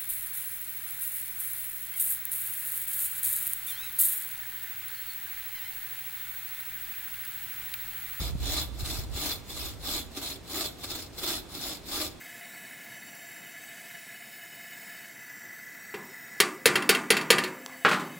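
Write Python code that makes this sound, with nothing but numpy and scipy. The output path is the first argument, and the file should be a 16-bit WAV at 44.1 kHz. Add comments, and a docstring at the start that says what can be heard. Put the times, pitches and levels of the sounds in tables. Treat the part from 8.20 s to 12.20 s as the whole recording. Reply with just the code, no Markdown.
"""A rasping wooden bucksaw is pulled and pushed through a small log in a quiet wood.
Its teeth tick over the kerf and tear fibres, forcing the resonances of log and steel blade;
pushes bite hard, pulls are lighter and judder. Friction makes the blade sing and chirp,
and the trees scatter a faint tail. Air rumbles on the microphone, bumping in the first second."""
import sys
import numpy as np
from scipy import signal
from scipy.fft import rfft, irfft
from scipy.io import wavfile
from scipy.ndimage import uniform_filter1d

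SR = 44100
rng = np.random.default_rng(int(sys.argv[2]) if len(sys.argv) > 2 else 0)


def transcribe(u):
    """Save the signal u as a 16-bit wav file named by the first command-line argument.

    u: samples, shape (n,) or (channels, n), limited to [-1, 1]; the rate is SR.
    q: integer samples, one column per channel.
    """
    v = np.clip(np.atleast_2d(u).T, -1, 1)
    q = np.round(v * 32767).astype(np.int16)
    wavfile.write(sys.argv[1], SR, q)


N = 176400
T, HZ = np.arange(N) / SR, np.maximum(np.arange(N + 1) * SR / (2 * N), 1)
BITE_RISE_S, CUTOFF_HZ = 0.0053, 15850

# Saw strokes. Each row: start, fastest moment and end in seconds, force in dB, singing gain in dB.
PUSHES = [(0.189, 0.385, 0.46, -33.5, 2), (0.915, 1.089, 1.172, -33.5, -0.5), (1.618, 1.744, 1.834, -33, 1),
          (2.266, 2.41, 2.512, -33.5, -4), (2.96, 3.113, 3.215, -33, -2), (3.652, 3.802, 3.905, -33.5, -10)]
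PULLS = [(-.15, 0.014, .13, -38, -4), (0.557, 0.731, 0.86, -38.5, -10), (1.259, 1.419, 1.556, -39, -13),
         (1.925, 2.069, 2.174, -39.5, -15), (2.564, 2.782, 2.885, -41.5, -21),
         (3.275, 3.49, 3.587, -38, -17)]
# The saw's stereo balance. Each row: frequency in Hz, left minus right in dB.
SAW_BALANCE = [(300, -2), (2300, 1), (3550, -5.5), (4200, -2.5), (5100, 6.5), (6600, -2.5), (8000, 0.5),
               (13000, 2), (15500, 9)]
# Its coherence. Each row: frequency in Hz, left-right correlation.
SAW_COHERENCE = [(300, 1), (1200, 0.48), (2900, 0.65), (3400, -0.33), (6400, -0.075), (8000, 0.84),
                 (13000, 0.82), (15000, .3)]


def amp(db):
    """Decibels to amplitude ratio."""
    return 10 ** (np.asarray(db) / 20)


def unit(x):
    """Normalisation to rms 1."""
    return x / np.sqrt(np.mean(x ** 2) + 1e-20)


def curve(points):
    """Interpolation over log frequency."""
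    hz, value = np.transpose(points)
    return np.interp(np.log(HZ), np.log(hz), value)


def shaped(x, response):
    """Linear filtering: spectrum times frequency response."""
    return irfft(rfft(x, 2 * N) * response)[..., :N]


def causal(gain):
    """Minimum-phase response: it rings only after a blow."""
    cepstrum = irfft(np.log(gain))
    cepstrum[1:N] *= 2
    cepstrum[N + 1:] = 0
    return np.exp(rfft(cepstrum))


def drift(hz):
    """Random fluctuation: low-passed noise of rms 1."""
    return unit(shaped(rng.standard_normal(N), 1 / (1 + (HZ / hz) ** 2)))


def stereo(mid, side, coherence, pan_db):
    """Partial coherence: sum and difference of independent signals give left and right."""
    coherence = np.clip(coherence, -.99, .99)
    common = shaped(mid, np.sqrt((1 + coherence) / 2))
    opposed = shaped(side, np.sqrt((1 - coherence) / 2))
    left = amp(pan_db)
    norm = np.sqrt(2 / (1 + left ** 2))
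    return np.array([shaped(common + opposed, left * norm), shaped(common - opposed, norm)])


def noise(spectrum, coherence, pan_db):
    """Coloured stereo noise of rms 1."""
    white = stereo(*rng.standard_normal((2, N)), coherence, pan_db)
    return unit(shaped(white, amp(curve(spectrum))))


def arm():
    """Reciprocating drive: blade speed and cutting force, with strokes and catches adding in power."""
    # Brief bites of the blade. Each row: time in seconds, force in dB.
    catches = [(0.231, -38.5), (.382, -45), (.598, -38), (.655, -37), (0.707, -39.5), (.975, -40.5),
               (1.303, -42), (1.661, -38), (1.971, -37), (2.032, -38), (2.105, -39), (2.642, -36),
               (2.707, -34.5), (2.756, -36.5), (2.797, -38), (2.988, -37), (3.04, -35), (3.348, -39),
               (3.468, -40), (3.518, -42)]
    # The teeth skip between bites. Each entry: time in seconds.
    skips = [.636, 1.345, 2.005, 2.68, 3.012, 3.392]
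    catch_fall_s, skip_db, skip_s = 0.012, -5, 0.013
    speed, power = np.zeros(N), np.zeros(N)
    for strokes, force_exponent in ((PUSHES, 0.93), (PULLS, 0.89)):
        for start, fastest, end, db, _ in strokes:
            swing = np.abs(np.sin(np.pi * np.interp(T, [start, fastest, end], [0, .5, 1])))
            speed = np.maximum(speed, swing)
            power += (amp(db) * swing ** force_exponent) ** 2
    for s, db in catches:
        power += amp(db) ** 2 * np.exp(-((T - s) / np.where(T < s, BITE_RISE_S, catch_fall_s)) ** 2)
    power *= amp(skip_db * sum(np.exp(-((T - s) / skip_s) ** 2) for s in skips)) ** 2
    # Light rubbing eases each stroke in and out.
    rubbing = amp(-8) ** 2 * np.abs(uniform_filter1d(power, int(0.12 * SR) + 1))
    return speed, np.sqrt(power + rubbing)


def chips(speed):
    """Relaxation oscillation: the force jumps as each chip breaks away, then sags until the next."""
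    rate_hz, spread_db, sag_db = 90.4, 1.1, 3.5
    cycle = np.cumsum(rate_hz * np.sqrt(speed) * np.exp(.5 * drift(rate_hz))) / SR
    chip_db = spread_db * rng.standard_normal(N)[cycle.astype(int)]
    return unit(amp(chip_db - sag_db * (cycle % 1)))


def teeth(speed):
    """Impulse train: each passing tooth gives a dull tick. Returns the running count and the ticks."""
    full_speed_hz, jitter, spread_db, dull_hz = 322.1, .07, 0.6, 740
    count = np.cumsum(full_speed_hz * speed ** .3 * (1 + jitter * drift(80))) / SR
    impulses = np.diff(np.floor(count), prepend=0) * amp(spread_db * rng.standard_normal(N))
    band_pass = 1j * HZ / (200 + 1j * HZ) / (1 + 1j * HZ / dull_hz)
    return count, unit(shaped(impulses, band_pass))


def tearing(speed, tooth_count):
    """Shot noise of snapping fibres and hiss of friction, both pulsing slightly with each tooth."""
    fibres_per_s = 7000
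    pulsing = np.exp(0.14 * np.cos(2 * np.pi * tooth_count))
    snaps = (rng.random(N) < fibres_per_s * (speed + .1) / SR) * rng.choice([-1, 1], N)
    return amp(-6.5) * unit(snaps * pulsing) + amp(-1) * unit(rng.standard_normal(N) * pulsing)


def flaring(x):
    """Random amplitude modulation: each of 26 overlapping bands swells and fades by itself."""
    spread_db, flare_hz = 2.55, 21.96
    place = np.log1p(HZ[::2] / 1500) * 10
    spectrum, out = rfft(x), 0
    for k in range(26):
        band = irfft(spectrum * np.maximum(1 - np.abs(place - k), 0))
        gains = amp(spread_db * rng.standard_normal(1000))
        out = out + band * np.interp(T * 2 * flare_hz, np.arange(len(gains)), gains)
    return out


def body_response():
    """Modal response of log, frame and blade, rippled by a crowd of weak, narrow modes."""
    # Broad colour. Each row: frequency in Hz, relative spectral level in dB.
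    colour = [(40, 6), (160, -3), (280, 9.5), (500, 3), (2700, 0), (6200, 1.5), (8400, -1.5), (12200, -7),
              (13800, 2), (15600, 4.5)]
    # Main resonances. Each row: centre and width in Hz, lift in dB.
    modes = [(356, 96, 4.5), (625, 75, 3), (767, 146, 6.5), (1193, 140, 6.5), (2135, 890, 4),
             (3597, 830, 12.5), (4188, 237, 9), (5120, 980, 8), (7084, 390, 8), (7740, 500, 6),
             (8850, 99, 8), (10940, 1320, 9.5), (12740, 500, 11.5)]
    ripple_db, ripple_width_hz, ripple_from_hz = 2, 70, 850
    peaks_db = sum(db / (1 + (2 * (HZ - hz) / width) ** 2) for hz, width, db in modes)
    ripple = unit(uniform_filter1d(rng.standard_normal(N + 1), int(ripple_width_hz * 2 * N / SR)))
    gain = amp(curve(colour) + peaks_db + ripple_db * ripple * (HZ > ripple_from_hz))
    return causal(gain / np.sqrt(np.mean(gain ** 2 * (HZ < CUTOFF_HZ))))


def narrow(hz, half_width):
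    """Friction noise filtered by one resonance, rms 1."""
    return unit(shaped(rng.standard_normal(N), 1 / (1 + 1j * (HZ - hz) / half_width) ** 2))


def singing(force):
    """Friction excites the steel's modes, which follow the load with a short lag."""
    # Blade modes. Each row: centre and half-width in Hz, gain in dB, load exponent, lag in seconds.
    modes = [(3495, 130, -39, 1.03, 0.0072), (4060, 140, -41, 0.91, 0.0023)]
    load = np.maximum(uniform_filter1d(force, int(0.0095 * SR) + 1), 1e-9)
    load /= load.max()
    ring = 0
    for hz, half_width, db, exponent, lag in modes:
        drive = amp(db) * np.interp(T - lag, T, load) ** exponent
        ring = ring + drive * np.array([narrow(hz, half_width), narrow(hz, half_width)])
    ring = stereo(*ring, curve(SAW_COHERENCE), curve(SAW_BALANCE))
    stroke_gains = sorted((s, db) for start, _, end, _, db in PUSHES + PULLS for s in (start, end))
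    return amp(np.interp(T, *np.transpose(stroke_gains))) * (ring + whistle(load))


def saw():
    """Forced vibration: ticks and tearing drive log and saw while the blade sings."""
    speed, force = arm()
    force = force * chips(speed)
    tooth_count, ticks = teeth(speed)
    mid = tearing(speed, tooth_count) + amp(-15.5) * ticks
    side = tearing(speed, tooth_count)
    rasp = flaring(force * np.array([mid, side]))
    rasp = stereo(*rasp, curve(SAW_COHERENCE), curve(SAW_BALANCE))
    return shaped(rasp, body_response()) + singing(force)


def forest_air():
    """Ambient noise: the steady, low hush of still air."""
    # Each row: frequency in Hz, relative spectral level in dB.
    spectrum = [(25, -8), (70, 6.5), (130, -2.5), (300, -3.5), (1200, -17), (9000, -27.5), (15000, -47)]
    return amp(-47.5) * noise(spectrum, coherence=0.67, pan_db=-1.0)


def rumble():
    """Pressure fluctuations: air buffets the microphone and dies away; bumps are damped sinusoids."""
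    # Buffeting envelope. Each row: time in seconds, level in dB.
    envelope = [(0, -34.5), (.25, -33), (.5, -37.5), (.95, -38), (1.2, -47.5), (1.75, -42), (2.05, -62.5)]
    # Its colour. Each row: frequency in Hz, relative spectral level in dB.
    spectrum = [(22, -26), (48, 1), (70, 3.5), (90, -13), (115, -4.5), (170, -19), (1000, -50)]
    # Soft bumps. Each row: start in seconds, initial envelope in dB, pitch in Hz.
    bumps = [(0.017, -23, 175), (0.153, -20, 149), (0.63, -22, 80.6), (.79, -22.5, 72.7),
             (0.954, -25.5, 83)]
    decay_cycles = 0.62
    out = amp(np.interp(T, *np.transpose(envelope))) * noise(spectrum, coherence=0.08, pan_db=-4)
    for s, db, hz in bumps:
        cycles = np.maximum(T - s, 0) * hz
        out += amp(db) * np.sin(2 * np.pi * cycles) * np.exp(-cycles / decay_cycles)
    return out


def woods(x):
    """Diffuse scattering from trunks and ground adds a faint, exponentially decaying tail."""
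    # Each row: frequency in Hz, gain of the scattered sound in dB.
    scatter = [(200, -7), (3000, -15.5), (15000, -54)]
    t60_s, delay_s = 0.98, 0.02
    tail = rng.standard_normal((2, N)) * amp(-60 * T / t60_s) * (T > delay_s)
    return shaped(x, rfft(unit(tail) / np.sqrt(N), 2 * N) * amp(curve(scatter)))


def whistle(load):
    """Friction noise in a gliding resonance: it swells and falls in pitch as the blade goes in."""
    lowest_hz, glide_hz, lag_s, carrier_hz = 12535, 700, 0.0073, SR / 4
    stops = [(s, at) for start, _, end, _, _ in PUSHES for s, at in ((start, 0), (end, 1))]
    reach = np.sin(np.pi / 2 * np.interp(T, *np.transpose(stops))) ** 2
    drive = np.interp(T - lag_s, T, load) * reach ** 2
    hz = lowest_hz + glide_hz * (1 - reach) ** 2
    band = signal.hilbert(narrow(carrier_hz, half_width=61))
    shift = np.exp(2j * np.pi * np.cumsum(hz - carrier_hz) / SR)
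    return amp(-41.5) * drive * np.real(band * shift)


def burst(s, db, hz, waver_hz):
    """Damped oscillation: a wavering note swells quickly and rings out."""
    decay_s = 0.017
    envelope = np.exp(-np.where(T < s, ((T - s) / BITE_RISE_S) ** 2, (T - s) / decay_s).clip(0, 20))
    waver = np.interp(T, np.linspace(0, T[-1], 1000), rng.standard_normal(1000))
    return amp(db) * envelope * np.sin(2 * np.pi * np.cumsum(hz + waver_hz * waver) / SR)


def binding():
    """Transient excitation: where the teeth bind, the log knocks and the blade chirps."""
    # Jolts of the log. Each row: time in seconds, level of each mode in dB.
    jolts = [(0.284, -41.5), (1.69, -41), (1.976, -39), (2.38, -40), (3.351, -43), (3.78, -37.5)]
    # Blade chirps. Each row: time in seconds, pitch in Hz, level on the right in dB.
    chirps = [(0.382, 4075, -27.5), (.708, 3500, -37), (1.125, 3462, -32), (1.308, 3480, -38),
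              (1.792, 3434, -34.5), (2.452, 3452, -37), (3.04, 3545, -35)]
    log_modes_hz, left_db = (287.2, 378), -2
    log = sum(burst(s, db, hz, waver_hz=34.75) for s, db in jolts for hz in log_modes_hz)
    blade = sum(burst(s, db, hz, waver_hz=69.5) for s, hz, db in chirps)
    return log + np.array([amp(left_db) * blade, blade])


def scene():
    """Superposition of the saw, its scatter among the trees, still air and rumble."""
    cut = saw() + binding()
    return cut + woods(cut) + forest_air() + rumble()


def record(dry):
    """A steep low-pass filter removes the highest treble."""
    return shaped(dry, 1 / np.sqrt(1 + (HZ / CUTOFF_HZ) ** 300))


dry = scene()
out = record(dry)
transcribe(out)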